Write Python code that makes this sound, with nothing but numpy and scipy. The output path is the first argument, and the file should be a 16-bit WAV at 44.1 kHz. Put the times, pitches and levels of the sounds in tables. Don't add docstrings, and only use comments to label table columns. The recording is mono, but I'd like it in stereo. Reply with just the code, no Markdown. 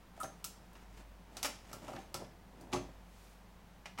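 import sys
import numpy as np
from scipy import signal
from scipy.fft import rfft, irfft
from scipy.io import wavfile

SR = 44100
rng = np.random.default_rng(int(sys.argv[2]) if len(sys.argv) > 2 else 0)


def wav_out(sig):
    wavfile.write(sys.argv[1], SR, np.round(np.clip(np.atleast_2d(sig).T, -1, 1) * 32767).astype(np.int16))


N = 176400

# frequency_hz, relative_db, t60_s
CHAMBER_MODES = [(1008, -7, 0.045), (1222, 0, 0.054), (1290, 0.5, 0.09), (1372, -5.5, 0.13),
                 (1520, -19, 0.12), (1760, -11.5, 0.037)]
# frequency_hz, gain_db
ROOM_WIDTH = [(50, -16.5), (125, -24), (300, -5.5), (1200, -5.5), (2500, -6), (4500, -7.5), (8500, -7.5),
              (11000, -7), (12500, -38)]


def undb(db):
    return 10 ** (np.asarray(db) / 20)


def on_log(hz, points):
    frequencies, values = np.array(points, float).T
    return np.interp(np.log(np.maximum(hz, 1)), np.log(frequencies), values)


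def colour(x, spectrum, tilt_db=0):
    hz = np.maximum(np.fft.rfftfreq(x.shape[-1], 1 / SR), 1)
    gain_db = on_log(hz, spectrum) + tilt_db * np.log2(np.maximum(hz, 1500))
    return irfft(rfft(x) * undb(gain_db), x.shape[-1])


def unit(x):
    return x / np.sqrt(np.mean(x ** 2))


def burst(x):
    return x * np.sqrt(SR / 100 / np.sum(x ** 2))


def fade(t, t60):
    return np.exp(-np.log(1000) * t / t60)


def add(track, start_s, x):
    i = int(start_s * SR)
    track[i:i + len(x)] += x[:max(N - i, 0)]


def stereo(mid, side):
    return np.array([mid + side, mid - side])


def ring(modes, rise_s=0.0025, scatter_db=0.5):
    t = np.arange(SR // 2) / SR
    vibration = 0
    for hz, db, t60 in modes:
        amplitude = undb(db + scatter_db * rng.standard_normal())
        vibration += amplitude * fade(t, t60) * np.sin(2 * np.pi * (hz * t + rng.random()))
    return burst(vibration * (1 - np.exp(-t / rise_s)))


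def room_tone(hum_hz=49.3):
    # frequency_hz, relative_db
    air_spectrum = [(25, -6), (45, -12), (75, -6), (110, -1.5), (150, -13.5), (178, 2.5), (220, -7.5),
                    (350, -13.5), (900, -12.5), (1300, -17.5), (2000, -21), (4000, -27.5), (8000, -33.5),
                    (13000, -36), (16000, -34)]
    # time_s, level_db
    hum_levels = [(0, -63.5), (.75, -60.5), (.92, -55), (1.12, -55), (1.25, -60), (2.65, -61.5), (2.8, -54),
                  (3.1, -59), (4, -64)]
    t = np.arange(N) / SR
    mid, side = colour(rng.standard_normal((2, N)), air_spectrum)
    air = stereo(mid, undb(4.5) * colour(side, ROOM_WIDTH)) / np.std(mid)
    hum_rms = undb(np.interp(t, *np.array(hum_levels).T))
    return undb(-60) * air + hum_rms * np.sqrt(2) * np.sin(2 * np.pi * hum_hz * t)


def rubbing(slips_per_s=1300, spread_db=1, smear_s=0.0027):
    # time_s, groan_db, scratch_db
    capsule_slide = [(.13, -86, -87), (.18, -62, -58.5), (.26, -66, -81), (.36, -64, -73), (.42, -76, -73),
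                     (.70, -81, -78), (.77, -70, -68), (.84, -63.5, -71), (.89, -74, -79),
                     (.96, -69, -64.5), (1.01, -64, -64), (1.05, -84, -87)]
    # time_s, groan_db, scratch_db
    lever_slide = [(1.28, -75, -82), (1.37, -59, -63.5), (1.50, -57, -62), (1.62, -74, -69),
                   (1.70, -59, -59.5), (1.80, -58.5, -64.5), (1.90, -51.5, -58), (2.00, -54.5, -61),
                   (2.08, -66, -74), (2.22, -50, -85), (2.36, -70, -91), (2.48, -71, -92),
                   (2.60, -59.5, -72), (2.71, -55.5, -82), (2.80, -51, -70), (2.95, -66.5, -76),
                   (3.05, -78, -99.5)]
    # frequency_hz, relative_db
    groan_spectrum = [(40, -17), (110, -2), (230, 7), (450, 2), (720, 3), (1000, -2), (1300, -22),
                      (1700, -12), (4000, -41), (16000, -61)]
    # frequency_hz, relative_db
    scratch_spectrum = [(300, -19), (1200, 0), (2500, -3), (4000, -8.5), (7000, -9), (10000, -15.5),
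                        (16000, -22)]
    t = np.arange(N) / SR
    groan, scratch = np.zeros((2, N))
    for slide in (capsule_slide, lever_slide):
        times, groan_db, scratch_db = np.array(slide).T
        moving = (t > times[0]) & (t < times[-1])
        slips = (rng.random(N) < slips_per_s / SR) * rng.standard_normal(N)
        slips *= undb(spread_db * np.minimum(rng.exponential(size=N), 4))
        energy = signal.lfilter([1], [1, -np.exp(-1 / (smear_s * SR))], slips ** 2)
        grit = np.sqrt(energy) * rng.standard_normal(N)
        groan += moving * unit(colour(slips, groan_spectrum)) * undb(np.interp(t, times, groan_db))
        scratch += moving * unit(colour(grit, scratch_spectrum)) * undb(np.interp(t, times, scratch_db))
    return groan, scratch


def carriage_judder():
    # start_s, level_db
    jumps = [(.175, -52), (.232, -41), (.243, -52), (1.886, -43), (1.897, -53), (1.913, -47.5),
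             (1.9655, -49.5), (1.980, -47.5), (1.990, -49), (2.749, -46)]
    # frequency_hz, relative_db, t60_s
    carriage_modes = [(352, -5, 0.09), (593, -3, 0.22), (653, 2, 0.089), (733, 1.5, 0.053),
                      (784, 0.5, 0.13), (825, -9, .07), (1290, -2, 0.034)]
    track = np.zeros(N)
    for start_s, db in jumps:
        add(track, start_s, undb(db) * ring(carriage_modes))
    return track


def crack(spectrum, tilt_db, decay_ms):
    t = np.arange(SR // 4) / SR
    contact = burst(np.exp(-t * 1000 / decay_ms))
    case = undb(3) * burst(fade(t, t60=0.13))
    envelope = np.hypot(contact, case)
    return burst(envelope * colour(rng.standard_normal(len(t)), spectrum, tilt_db))


def rim_catches():
    # start_s, chamber_db, rasp_db
    catches = [(0.2015, -43.5, -51), (0.2041, -55, -59), (0.2107, -39, -50), (.225, -62, -54)]
    # frequency_hz, relative_db
    rasp_spectrum = [(2000, -13), (5000, -18), (7500, -8), (9200, 0), (10300, -7), (11500, -17),
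                     (14000, -12), (16000, -18)]
    ringing, rasps = np.zeros((2, N))
    for start_s, chamber_db, rasp_db in catches:
        add(ringing, start_s, undb(chamber_db) * ring(CHAMBER_MODES))
        add(rasps, start_s, undb(rasp_db) * crack(rasp_spectrum, tilt_db=0, decay_ms=2.2))
    return ringing, rasps


def knocks():
    # start_s, counter_db, housing_db, chamber_db, crack_db, tilt_db_per_octave, decay_ms
    blows = [ (.232, -53, -46, -48.5, -46.5, 4, 3.3), (.243, -48, -55, -65, -49, -18, 3.7),
             (0.4426, -70, -72, -50, -38, 6, 2.5), (.447, -78, -59, -55, -41, 7.5, 2.3),
             (0.731, -81, -80, -74, -60.5, 12.5, 2), (0.754, -78, -73, -68, -57.5, -10, 2.7),
             (1.369, -72, -52.5, -56, -44, 1, 2.8), (1.429, -73, -49, -48, -33.5, 2, 2.1),
             (1.436, -75, -57, -69, -45, 5, 2), (1.447, -79, -41, -45, -35, -3, 2.8),
             (1.452, -77, -43, -45, -38, -21, 1.4), (1.456, -60, -67, -70, -37.5, 3.5, 4.5),
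             (1.73, -48, -51.5, -49.5, -46, 5, 4.9), (1.881, -60, -45, -51.5, -55, -2, 2),
             (1.934, -49.5, -47.5, -57, -80, -4, 3), (1.964, -62, -65, -67, -49, -11.5, 2.4),
             (2.1431, -44.5, -43.5, -46, -39, 1.5, 1.8), (2.211, -53, -56.5, -60, -65, -2, 3),
             (2.247, -72, -63, -74, -61, -7, 3), (2.610, -51.5, -65, -75, -60, 5, 2.5),
             (2.719, -63, -53, -68, -59, -1, 5.5), (2.7281, -38, -39.5, -55, -40.5, -9, 8.2),
             (2.733, -32.5, -38.5, -56, -38.5, -2.5, 1.7), (2.742, -37, -35, -54, -51, -18, 5),
             (2.760, -36.5, -42, -48, -48, -2, 4), (3.857, -81, -67, -58, -46, -6, 7.5),
             (3.977, -62, -68, -59, -50, -8, 6.3), (3.986, -44, -42.5, -46, -48, 1, 6),
             (3.994, -38.5, -41, -47.5, -43.5, -17, 5)]
    # frequency_hz, relative_db, t60_s
    counter_modes = [(73, -13, 0.84), (109.5, -0.5, 0.33), (149, -1.5, 0.22), (174.2, -9, 1),
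                     (231.3, -9.5, 0.49), (274, -1.5, 0.25), (359.8, 1, 0.19), (467, -2.5, 0.083),
                     (550, -7, 0.13), (624, -6, 0.18)]
    # frequency_hz, relative_db, t60_s
    housing_modes = [(280, -4.5, .2), (360, -4.5, 0.095), (462, -7, 0.084), (541.3, -5, 0.2),
                     (590, -2.5, 0.13), (643, -1.5, 0.067), (729, 6.5, 0.046), (814, -2, 0.09),
                     (872, 0, .1), (975, 0.5, 0.092), (1121, -3.5, 0.13), (1200, -3.5, 0.065)]
    # frequency_hz, relative_db
    crack_spectrum = [(150, -25), (700, -2), (1500, -3.5), (2300, 1.5), (3200, 1), (4200, 0.5), (5500, 2.5),
                      (8000, -3), (10500, -7.5), (13000, -10.5), (14500, -22.5), (16000, -10)]
    ringing, cracks = np.zeros((2, N))
    for start_s, counter_db, housing_db, chamber_db, crack_db, tilt_db, decay_ms in blows:
        add(ringing, start_s, undb(counter_db) * ring(counter_modes, rise_s=0.0032))
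        add(ringing, start_s, undb(housing_db) * ring(housing_modes))
        add(ringing, start_s, undb(chamber_db) * ring(CHAMBER_MODES))
        add(cracks, start_s, undb(crack_db) * crack(crack_spectrum, tilt_db, decay_ms))
    return ringing, cracks


def lever_ring():
    # start_s, level_db
    strikes = [(.234, -52), (.443, -61), (1.997, -67), (2.733, -49)]
    # frequency_hz, relative_db, t60_s
    lever_modes = [(3210, -17, .25), (5540, -11, 0.2), (6233, 2, 0.27), (6400, 6, 0.18), (7500, -11, 0.38),
                   (10450, -3.5, 0.18)]
    track = np.zeros(N)
    for start_s, db in strikes:
        add(track, start_s, undb(db) * ring(lever_modes))
    return track


def sleeve(peak_s=3.23, half_width_s=0.15):
    # frequency_hz, relative_db
    cloth_spectrum = [(800, -11), (2500, -7), (6000, -8.5), (9000, -10), (12500, -15), (16000, -16)]
    swell = np.exp(-((np.arange(N) / SR - peak_s) / half_width_s) ** 2)
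    return undb(-67.5) * swell * unit(colour(rng.standard_normal(N), cloth_spectrum))


def button_ticks():
    # start_s, level_db
    ticks = [(3.856, -51.5), (3.984, -47.5)]
    # frequency_hz, relative_db, t60_s
    cap_modes = [(1280, -14, 0.041), (1955, 5, .04), (2155, -1, .05), (2240, -2, 0.046), (2444, 3, 0.059),
                 (2940, 1, 0.032)]
    track = np.zeros(N)
    for start_s, db in ticks:
        add(track, start_s, undb(db) * ring(cap_modes))
    return track


def kitchen(x, delay_s=0.0076):
    # frequency_hz, t60_s
    decay_times = [(100, 1), (300, 0.17), (1000, 0.29), (3000, 0.45), (7000, 0.36), (15000, 0.23)]
    t = np.arange(SR) / SR
    hz = np.fft.rfftfreq(SR, 1 / SR)
    noise, tail = rfft(rng.standard_normal((2, SR))), 0
    octave = np.round(np.log2(np.clip(hz, 64, 16384)))
    for k in np.unique(octave):
        t60 = on_log(2 ** k, decay_times)
        envelope = fade(t, t60) * np.sqrt(2 * np.log(1000) / (t60 * SR))
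        tail += irfft(noise * (octave == k)) * envelope
    tail *= np.clip(t / delay_s - .5, 0, 1)
    mid = signal.fftconvolve(x, tail[0])[:N]
    side = signal.fftconvolve(x, colour(tail[1], ROOM_WIDTH))[:N]
    return stereo(mid, side)


def scene():
    groan, scratch = rubbing()
    rim_ringing, rasps = rim_catches()
    knock_ringing, cracks = knocks()
    body = groan + carriage_judder() + rim_ringing + knock_ringing
    bright = scratch + rasps + cracks + lever_ring() + sleeve() + button_ticks()
    return body + bright + kitchen(undb(-8) * body + undb(-6.5) * bright) + room_tone()


def record(dry):
    return signal.sosfilt(signal.ellip(10, .2, 80, 15900, fs=SR, output="sos"), dry)


dry = scene()
out = record(dry)
wav_out(out)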